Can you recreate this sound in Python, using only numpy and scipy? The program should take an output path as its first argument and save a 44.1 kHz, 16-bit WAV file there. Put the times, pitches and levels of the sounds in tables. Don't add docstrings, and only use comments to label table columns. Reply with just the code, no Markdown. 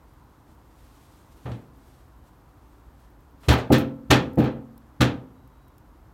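import sys
import numpy as np
from scipy import signal
from scipy.fft import rfft, irfft, next_fast_len
from scipy.io import wavfile

SR = 44100
rng = np.random.default_rng(int(sys.argv[2]) if len(sys.argv) > 2 else 0)


def inscribe(sig):
    pcm = np.round(np.clip(np.atleast_2d(sig).T, -1, 1) * 32767)
    wavfile.write(sys.argv[1], SR, pcm.astype(np.int16))


N = 270597
T = np.arange(N) / SR
SPAN = 2 ** 15
AGE = np.arange(SPAN) / SR
HZ = np.fft.rfftfreq(SPAN, 1 / SR)


def undb(db):
    return 10 ** (np.asarray(db) / 20)


def unit(x):
    return x / np.std(x)


def at_hz(table, hz):
    table_hz, value = np.transpose(table)
    return np.interp(np.log(np.maximum(hz, 1)), np.log(table_hz), value)


def noise(colour, size):
    padded = next_fast_len(size)
    gain = undb(at_hz(colour, np.fft.rfftfreq(padded, 1 / SR)))
    return irfft(rfft(rng.standard_normal(padded)) * gain, padded)[:size]


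def wander(x):
    return np.interp(x, np.arange(SPAN), rng.standard_normal(SPAN))


def swell(rise_s, t60_s):
    return (1 - np.exp(-AGE / max(rise_s, 1 / SR))) * np.exp(-np.log(1000) * AGE / t60_s)


def arch(middle_s, length_s):
    return np.cos(np.pi * np.clip((T - middle_s) / length_s, -.5, .5))


def add(out, start_s, sound):
    i = int(start_s * SR)
    out[i:i + len(sound)] += sound[:N - i]


def traffic(level_db=-50.5):
    # f/Hz, relative level/dB
    colour = [(25, -2.5), (60, 3), (90, -6.5), (130, -6), (190, -15.5), (290, -9.5), (380, -17.5),
              (600, -21), (980, -17.5), (1400, -24.5), (2400, -37.5), (5000, -44.5), (10400, -49),
              (12000, -41), (16000, -49.5)]
    return unit(noise(colour, N)) * undb(level_db)


def trousers(rest_db=-73.5, settle_db_per_s=-0.93):
    # middle t/s, length/s, level/dB
    brushes = [(.51, 0.1, -71), (1.03, 0.82, -64.5), (1.45, 0.44, -65.5), (1.9, 0.45, -68.5),
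               (2.271, 0.11, -69), (2.724, .35, -73.5), (3.033, 0.17, -71), (3.458, 0.12, -59)]
    # f/Hz, relative level/dB
    colour = [(300, -22), (1200, -2.5), (3500, -3), (6000, -6.5), (9000, -6), (10500, -9), (13000, -7),
              (16000, -17)]
    flutter_db = 1.2 * wander(T * 40)
    rest = undb(rest_db + settle_db_per_s * T)
    brush_power = sum((undb(db) * arch(middle_s, length_s)) ** 2 for middle_s, length_s, db in brushes)
    return unit(noise(colour, N)) * np.sqrt(rest ** 2 + brush_power) * undb(flutter_db)


def faint_ticking(start_s=.034, period_s=.1023, stop_s=3.45, t60_s=0.043, level_db=-66, scatter_db=3):
    colour = [(4000, -22), (10000, -12), (15500, 0)]  # f/Hz, relative level/dB
    envelope = np.exp(-np.log(1000) * ((T - start_s) % period_s) / t60_s) * (T < stop_s)
    return unit(noise(colour, N)) * envelope * undb(level_db + scatter_db * wander(T / period_s))


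def sag(level_db=-15, length_s=0.01031):
    window = np.sin(np.pi * np.clip(AGE / length_s, 0, 1))
    return -undb(level_db) * np.sin(2 * np.pi * AGE / length_s) * window


def low_modes(back, pitch_ratio, rise_s, soft_db_per_oct, t60_ratio=1.09):
    # base f/Hz, base t60/s, cave-in level/dB, spring-back level/dB
    modes = [(87, .3, -25, -22), (113, .25, -30, -28), (127.5, .27, -9, -13), (135, .55, -27, -21),
             (157, .35, -28, -28), (177, .55, -31, -38), (206, .28, -24, -21), (232, .72, -34, -21),
             (240, .42, -27, -24), (265, .9, -28, -36), (275, .7, -33, -22), (299.5, .3, -15, -15),
             (319, .42, -28, -21), (345, .35, -30, -27), (391, .33, -22, -19), (481, .42, -29, -29),
             (496, .5, -27, -27), (522.5, .53, -28, -22), (578, .35, -28, -31), (631, .33, -34, -34),
             (661, .42, -37, -30), (812.5, .38, -27, -28), (873, .24, -21, -37), (944, .26, -28, -42),
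             (1075, .24, -26, -44), (1201, .22, -26, -45), (1245, .22, -25, -44), (1291, .16, -23, -44),
             (1328, .65, -43, -43)]
    hz, t60_s, cave_db, back_db = np.transpose(modes)
    gain = undb((1 - back) * cave_db + back * back_db - soft_db_per_oct * np.log2(hz / 128))
    polarity = (-1) ** np.arange(len(modes))
    tones = np.sin(np.outer(2 * np.pi * hz * pitch_ratio, AGE))
    fades = np.exp(np.outer(-np.log(1000) / (t60_s * t60_ratio), AGE))
    return (gain * polarity) @ (tones * fades) * (1 - np.exp(-AGE / rise_s))


def sheet_response():
    # f/Hz, width/Hz, gain/dB
    formants = [(875, 40, 5), (1202, 16, 6), (1640, 40, 4), (1797, 24, 7), (1980, 22, 4), (2440, 22, 7),
                (2586, 24, 8), (3170, 50, 4), (3410, 26, 7), (4036, 25, 8), (4280, 25, 5), (4930, 200, -6)]
    return undb(sum(db / (1 + (2 * (HZ - hz) / width_hz) ** 2) for hz, width_hz, db in formants))


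def crumple(rate_hz=400, jerk_db=3.5, settle_s=0.062):
    return undb(jerk_db * wander(AGE * rate_hz) * np.exp(-AGE / settle_s))


def crowded_modes(colour, rise_s, tilt_db_per_oct, t60_ratio):
    # f/Hz, base t60/s
    ring = [(70, 0.79), (250, 0.55), (600, 0.38), (1200, 0.29), (2500, 0.25), (4500, 0.2), (8000, 0.15),
            (14000, 0.13)]
    centres_hz, t60s = np.transpose(ring)
    octaves = np.log2(np.maximum(HZ, 1) / 2000)
    gain = sheet_response() * undb(at_hz(colour, HZ) + tilt_db_per_oct * octaves) * np.sqrt(SR / 2)
    spectrum = rfft(rng.standard_normal(SPAN) * crumple()) * gain
    bands = (irfft(spectrum * np.interp(HZ, centres_hz, share)) for share in np.eye(len(ring)))
    return sum(band * swell(rise_s, t60_ratio * t60_s) for band, t60_s in zip(bands, t60s))


def knock(slap_hz=158, level_db=-13, step_db=-6.0):
    slaps = sum(undb(step_db * k) * np.cos(2 * np.pi * (k + 1) * slap_hz * AGE) for k in range(4))
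    return -undb(level_db) * slaps * swell(rise_s=0.0052, t60_s=0.12)


def thuds(heave_hz=73, cave_rise_s=.008, back_rise_s=.0033):
    # t/s, level/dB, spring-back share/0-1, relative heave/dB, softness/(dB/oct)
    flips = [(1.455, -15.5, .05, -22, 4), (1.493, -16, 0, -16, 8.5), (3.483, 0.5, .04, -2.5, 3.5),
             (3.701, 2.5, 1, -25.5, 0), (4.103, 2.5, .19, -19, .5), (4.373, 1, .82, -27, 1.57),
             (5.004, -1, .03, -12, 2)]
    # f/Hz, spectral density/dB
    rumble_colour = [(30, -74.5), (70, -47.5), (130, -45.5), (280, -38.5), (500, -49), (750, -49.5),
                     (1000, -72.5), (2000, -76), (5000, -100)]
    out = np.zeros(N)
    heave = np.sin(2 * np.pi * heave_hz * AGE) * swell(rise_s=.012, t60_s=.17)
    for start_s, db, back, heave_db, soft_db_per_oct in flips:
        rise_s = (1 - back) * cave_rise_s + back * back_rise_s
        pitch_ratio = 1 - 0.0119 * soft_db_per_oct
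        ring = low_modes(back, pitch_ratio, rise_s, soft_db_per_oct)
        rumble = crowded_modes(rumble_colour, rise_s / 2, tilt_db_per_oct=0, t60_ratio=.82)
        rumble *= undb(-0.8 - 0.64 * soft_db_per_oct)
        add(out, start_s - .005, undb(db) * (1 - back) * sag())
        add(out, start_s, undb(db) * (back * knock() + ring + undb(heave_db) * heave + rumble))
    return out


def crashes(jolt_lag_s=0.0034):
    # t/s, level/dB, rise/s, tilt/(dB/oct)
    buckles = [(1.456, -30, .00084, -7), (1.510, -34.5, 0.0025, -2.5), (3.433, -37, .001, -3.5),
               (3.484, -7, 0.0029, 0.5), (3.507, -5, 0.0049, -3.5), (3.576, -21.5, 0.0048, -1),
               (3.718, -3, 0.02, -0.2), (4.103, 2.5, 0.0074, -0.5), (4.380, -13, .032, -4.5),
               (4.435, -18.5, .013, -5.5), (5.006, -4, 0.0023, -0.76)]
    # f/Hz, spectral density/dB
    colour = [(150, -97.5), (400, -50.5), (800, -49), (1050, -50.5), (1300, -47.5), (2000, -51.5),
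              (3200, -50.5), (4300, -53), (5000, -56), (7000, -60.5), (10200, -68), (13000, -67.5),
              (16000, -78)]
    out = np.zeros(N)
    for start_s, db, rise_s, tilt_db_per_oct in buckles:
        t60_ratio = 1.034 * np.exp(-0.0049 * db)
        add(out, start_s, undb(db) * crowded_modes(colour, rise_s, tilt_db_per_oct, t60_ratio))
        jolt_db = db - 28.5 + 1.1 * tilt_db_per_oct
        add(out, start_s + jolt_lag_s, undb(jolt_db) * grit(t60_s=.02 + 5 * rise_s))
    return out


def grit(t60_s, rough_db=3, rough_hz=700):
    # f/Hz, relative level/dB
    colour = [(1000, -20.5), (4000, -11), (9500, -9), (12000, -2), (14000, -2), (16000, -5.5)]
    scrape = noise(colour, SPAN) * undb(rough_db * wander(AGE * rough_hz))
    return unit(scrape) * swell(.00028, t60_s)


def sole_ticks(ref_t60_s=0.019, ref_db=-51, doubling_db=5.5):
    # t/s, level/dB
    slips = [(3.528, -37.5), (3.781, -37.5), (4.333, -52), (4.357, -51.5), (4.7776, -50.5), (5.475, -53.5),
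             (5.681, -53), (5.781, -51.5)]
    out = np.zeros(N)
    for start_s, db in slips:
        t60_s = ref_t60_s * 2 ** ((db - ref_db) / doubling_db)
        add(out, start_s, undb(db) * grit(t60_s))
    return out


def whistle(pitch_hz=3880, waver=0.0188, level_db=-80, flutter_db=4):
    hz = pitch_hz * (1 + waver * wander(T * 120))
    tone = np.sin(2 * np.pi * np.cumsum(hz) / SR)
    return tone * undb(level_db + flutter_db * wander(T * 25)) * arch(middle_s=5.57, length_s=.55)


def early_reflections(x, wet_db=-24):
    envelope = swell(rise_s=0.035, t60_s=.3)
    impulse = rng.standard_normal(SPAN) * envelope / np.linalg.norm(envelope)
    return undb(wet_db) * signal.fftconvolve(x, impulse)[:N]


def yard_reverb(x, gain_db=-27, cutoff_hz=1100):
    tail = signal.sosfilt(signal.butter(2, cutoff_hz, fs=SR, output="sos"), rng.standard_normal(SPAN))
    envelope = swell(rise_s=0.033, t60_s=0.62)
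    return undb(gain_db) * signal.fftconvolve(x, tail * envelope / np.linalg.norm(envelope))[:N]


def scene():
    panel = thuds() + crashes() + sole_ticks()
    echoes = early_reflections(panel) + yard_reverb(panel)
    return (panel + echoes + trousers() + traffic() + faint_ticking() + whistle())[None]


def record(dry, low_cut_hz=46, high_cut_hz=15900):
    lean = signal.sosfilt(signal.butter(4, low_cut_hz, "high", fs=SR, output="sos"), dry)
    return signal.sosfilt(signal.ellip(8, .2, 70, high_cut_hz, fs=SR, output="sos"), lean)


dry = scene()
out = record(dry)
inscribe(out)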